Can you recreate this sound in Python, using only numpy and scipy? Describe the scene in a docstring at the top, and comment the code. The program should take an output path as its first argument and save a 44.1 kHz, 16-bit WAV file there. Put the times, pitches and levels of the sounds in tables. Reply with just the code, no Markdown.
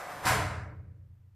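"""A cotton karate suit swishes, then snaps taut with the punch of a single lunge.
It is heard from inside a small, bare-walled practice room, centred on a stereo microphone.
A bare foot slides out and thuds onto the foam mat. The walls ring briefly, and the room's
low standing waves boom on for a second. A noise suppressor lowers the faint hush."""
import sys
import numpy as np
from scipy import signal
from scipy.fft import rfft, irfft, next_fast_len
from scipy.io import wavfile
from scipy.ndimage import uniform_filter1d

SR = 44100
rng = np.random.default_rng(int(sys.argv[2]) if len(sys.argv) > 2 else 0)


def persist_wave(psi):
    """Save psi, clipped to +-1, as 16-bit WAV."""
    counts = np.round(np.clip(psi, -1, 1) * 32767).astype(np.int16)
    wavfile.write(sys.argv[1], SR, np.atleast_2d(counts).T)


N = 59535
LEAD = 16384  # samples before time zero, so that the room is already sounding


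def amp(db):
    """Decibels to gain."""
    return 10 ** (np.asarray(db) / 20)


def clock():
    """Time in seconds, lead-in included."""
    return np.arange(-LEAD, N) / SR


def curve_at(points, hz):
    """Reads a table along a log-frequency axis."""
    f, value = np.transpose(points)
    return np.interp(np.log(hz + 1), np.log(f + 1), value)


def coloured(x, spectrum, size=8192):
    """Causal filter of unit energy: the spectrum sets only the colour."""
    log_gain = np.log(amp(curve_at(spectrum, abs(np.fft.fftfreq(size, 1 / SR)))))
    minimum_phase = np.exp(np.conj(signal.hilbert(log_gain)))
    taps = np.fft.ifft(minimum_phase).real[:size // 2]
    return signal.fftconvolve(x, taps / np.linalg.norm(taps))[:len(x)]


# colour of the still room (frequency [Hz], level [dB])
HUSH_SPECTRUM = [(25, -5.5), (100, -0.5), (300, -22.5), (1000, -18), (4000, -31), (14000, -37.5)]

def room_tone(level_db=-67.5):
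    """A faint, steady hush at the microphone, mostly bass."""
    return amp(level_db) * coloured(rng.standard_normal(LEAD + N), HUSH_SPECTRUM)


# reverberation of the practice room (frequency [Hz], t60 [s])
WALL_DECAY = [(70, 1.4), (180, 2.1), (250, 1.0), (320, 1.4), (390, 1), (520, 1.2), (605, 1.124),
              (690, 0.85), (1000, 0.77), (2000, 0.91), (3200, 0.67), (6000, .63), (9000, 0.53),
              (14000, 0.37)]
# hollow rings between the bare walls (frequency [Hz], width [Hz], boost [dB])
HOLLOW_RINGS = [(587.5, 21, 6), (742, 31, 3), (1036, 45, 2.5), (1315, 46, 1.5)]

def walls(x, delay_s=.004, size=2048):
    """Dense reflections off nearby walls: each band dies at its own speed, and a few pitches ring."""
    hz, t, reflections = signal.stft(rng.choice([-1., 1.], N), SR, nperseg=size)
    rate = np.log(1000) / curve_at(WALL_DECAY, hz)[:, None]
    decay = np.exp(-rate * t) * np.sqrt(2 * rate / SR)
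    ring_db = sum(db / (1 + (2 * (hz - f) / width) ** 2) for f, width, db in HOLLOW_RINGS)
    tail = signal.istft(reflections * amp(ring_db)[:, None] * decay, SR, nperseg=size)[1]
    return signal.fftconvolve(x, np.pad(tail, (round(delay_s * SR), 0)))[:len(x)]


# the room's low resonances (frequency [Hz], level [dB], t60 [s])
STANDING_WAVES = [(39.08, -63.98, 2.5), (59.26, -52.57, 2.0), (73.68, -49.3, 2.1), (79.83, -53.41, 1.95),
                  (83.56, -40.28, 2.34), (92.19, -45.73, 3.06), (98.13, -39.57, 1.04),
                  (110.24, -46.1, 1.58), (116.33, -33.8, 0.38), (119.57, -43.12, 2.44),
                  (133.12, -49.34, 1.48), (152.35, -51.41, 2.04), (185.88, -47.23, 1.6),
                  (198.84, -36.76, 0.5)]

def room_boom(force, rise_s=.008):
    """A push on the floor sets off standing waves, which build quickly and die slowly."""
    t = np.arange(N) / SR
    waves = sum(amp(db - 60 * t / t60) * np.sin(2 * np.pi * hz * t) for hz, db, t60 in STANDING_WAVES)
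    onset = 1 - np.exp(-t / rise_s)
    return signal.fftconvolve(force, waves * onset)[:len(force)]


# three light scuffs, touch-down, full weight (time [s], level [dB], contact time [s])
FOOT_CONTACTS = [(.128, -14.5, 0.0018), (0.164, -13, 0.0074), (0.216, -10, .008), (0.252, 3, 0.002),
                 (0.304, 7, .0025)]
# dull colour of the foam (frequency [Hz], level [dB])
FOAM_SPECTRUM = [(25, -30), (50, -17), (75, -8), (115, -6), (145, -7), (200, -8), (235, -9), (315, 3),
                 (372, -21), (450, -11), (900, -30)]

def foot_on_mat(thump_db=-13, reverb_db=4.5):
    """Down at the floor the foot pushes into the foam, which thumps and makes the room boom."""
    t = clock()
    force = np.zeros(LEAD + N)
    for start, db, contact in FOOT_CONTACTS:
        age = np.maximum(t - start, 0) / (contact / 4)
        push = age * np.exp(-age)
        force += amp(db) * push / push.sum()
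    thump = amp(thump_db) * coloured(force, FOAM_SPECTRUM)
    return room_boom(force) + thump + amp(reverb_db) * walls(thump)


# sharp slaps of cloth and sole (time [s], relative level [dB])
SLAP_HITS = [(0.2861, -5.5), (0.315, -4.5), (.3212, -4), (.333, -4.5)]
# their colour (frequency [Hz], level [dB])
SLAP_SPECTRUM = [(100, -13), (380, -12.5), (650, 1.5), (1400, -3), (2200, -4.5), (3200, -16), (8000, -23),
                 (14000, -33.5)]

def slaps(level_db=-5, reverb_db=5):
    """Single cracks of cloth and sole, far enough off that the walls outweigh the direct sound."""
    clicks = np.zeros(LEAD + N)
    for start, db in SLAP_HITS:
        clicks[LEAD + round(start * SR)] += amp(level_db + db)
    direct = coloured(clicks, SLAP_SPECTRUM)
    return direct + amp(reverb_db) * walls(direct)


def cloth(envelope, spectrum, slips_per_s=9000, spread_db=3, direct_db=-1.5, path_change_s=.018):
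    """Thousands of tiny slips of fabric reach the microphone directly and off the walls."""
    n = len(envelope)
    slips = rng.choice([-1., 1.], n) * (rng.random(n) < slips_per_s / SR)
    slips *= amp(spread_db * np.minimum(rng.exponential(1, n), 4))
    slips /= np.sqrt(np.mean(slips ** 2))
    direct = coloured(slips * envelope, spectrum)
    turn = np.pi / 2 * clock() / path_change_s  # the moving body finds new paths to the walls
    return amp(direct_db) * direct + walls(direct * np.cos(turn)) + walls(direct * np.sin(turn))


# cloth swinging through the air (time [s], level [dB])
SWISH_LEVELS = [(0, -43), (.04, -46), (.08, -46.5), (.11, -41.5), (.16, -46), (.225, -44.5), (0.247, -34)]
# its colour (frequency [Hz], level [dB])
SWISH_SPECTRUM = [(40, -22.5), (150, -5), (240, -17.5), (320, -9.5), (375, -11.5), (520, -7), (780, -0.5),
                  (1200, -4.5), (1900, -9), (3100, -21), (7000, -26), (14000, -29.5)]

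def swish(fade_s=.02):
    """Sleeves and trouser legs brush along during the step."""
    t = clock()
    times, db = np.transpose(SWISH_LEVELS)
    fade = np.exp(-np.maximum(t - times[-1], 0) / fade_s)
    return cloth(amp(np.interp(t, times, db)) * fade, SWISH_SPECTRUM)


def snap(spectrum, start_s, rise_s, hold_s, fall_s, db):
    """The fabric whips taut: a quick swell, a brief hold and a short fall."""
    t = clock() - start_s
    envelope = np.clip(t / rise_s, 0, 1) * np.exp(-np.maximum(t - rise_s - hold_s, 0) / fall_s)
    return cloth(amp(db) * envelope, spectrum)


# midrange flap of the heavy folds (frequency [Hz], level [dB])
FOLD_SPECTRUM = [(150, -22.5), (310, -8), (375, -28), (430, -3.5), (510, -16.5), (610, -1), (670, -7.5),
                 (745, 1), (820, -10), (950, -2), (1350, -3.5), (1900, -7), (2500, -12.5), (3100, -18),
                 (8000, -44.5)]
# bright rasp of the weave (frequency [Hz], level [dB])
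WEAVE_SPECTRUM = [(800, -16.5), (2200, -4.5), (3200, -2.5), (5000, 1), (6000, -4), (7000, -1), (10000, -5),
                  (14000, -9.5)]

def suit():
    """The cotton suit swishes; with the punch its folds flap and its weave rasps."""
    flap = snap(FOLD_SPECTRUM, start_s=.243, rise_s=.028, hold_s=.019, fall_s=.032, db=-24.5)
    rasp = snap(WEAVE_SPECTRUM, start_s=.251, rise_s=.0039, hold_s=.039, fall_s=.026, db=-33)
    return swish() + flap + rasp


# stereo width of the suit at the microphone (frequency [Hz], side gain [dB])
SUIT_WIDTH = [(2800, -78.5), (4400, -33.5), (5800, -8), (8000, -4.5), (14000, -7)]

def scene():
    """The lunge is straight ahead of the microphone; only the treble of the cloth spreads wide."""
    mid = room_tone() + suit() + slaps() + foot_on_mat()
    size = next_fast_len(2 * len(mid))
    side_gain = amp(curve_at(SUIT_WIDTH, np.fft.rfftfreq(size, 1 / SR)))
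    side = irfft(rfft(suit(), size) * side_gain, size)[:len(mid)]  # fresh slips, unrelated to the mid
    return np.array([mid + side, mid - side])[:, LEAD:]


# threshold below which the noise suppressor closes (frequency [Hz], level [dB])
GATE_THRESHOLD = [(100, -96), (400, -71.5), (1000, -73.5), (2500, -73.5), (4000, -85.5), (8000, -92),
                  (14000, -109)]

def record(dry, depth_db=8.5, steepness=2.2, cutoff_hz=14350, size=512):
    """After the microphone, a noise suppressor lowers faint bands and a low-pass trims the top."""
    hz, _, bands = signal.stft(dry, SR, nperseg=size)
    power = (abs(bands) ** 2).mean(0)
    power = uniform_filter1d(power, size=9, axis=0)  # smooth across frequency
    power = abs(uniform_filter1d(power, size=5, axis=1))  # and over time
    threshold = amp(curve_at(GATE_THRESHOLD, hz))[:, None] ** 2
    closed = 1 / (1 + (power / threshold) ** steepness)
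    gated = signal.istft(bands * amp(-depth_db * closed), nperseg=size)[1][:, :N]
    low_pass = signal.firwin(1023, cutoff_hz, window=("kaiser", 9), fs=SR)
    return signal.oaconvolve(gated, low_pass[None], "same")


dry = scene()
out = record(dry)
persist_wave(out)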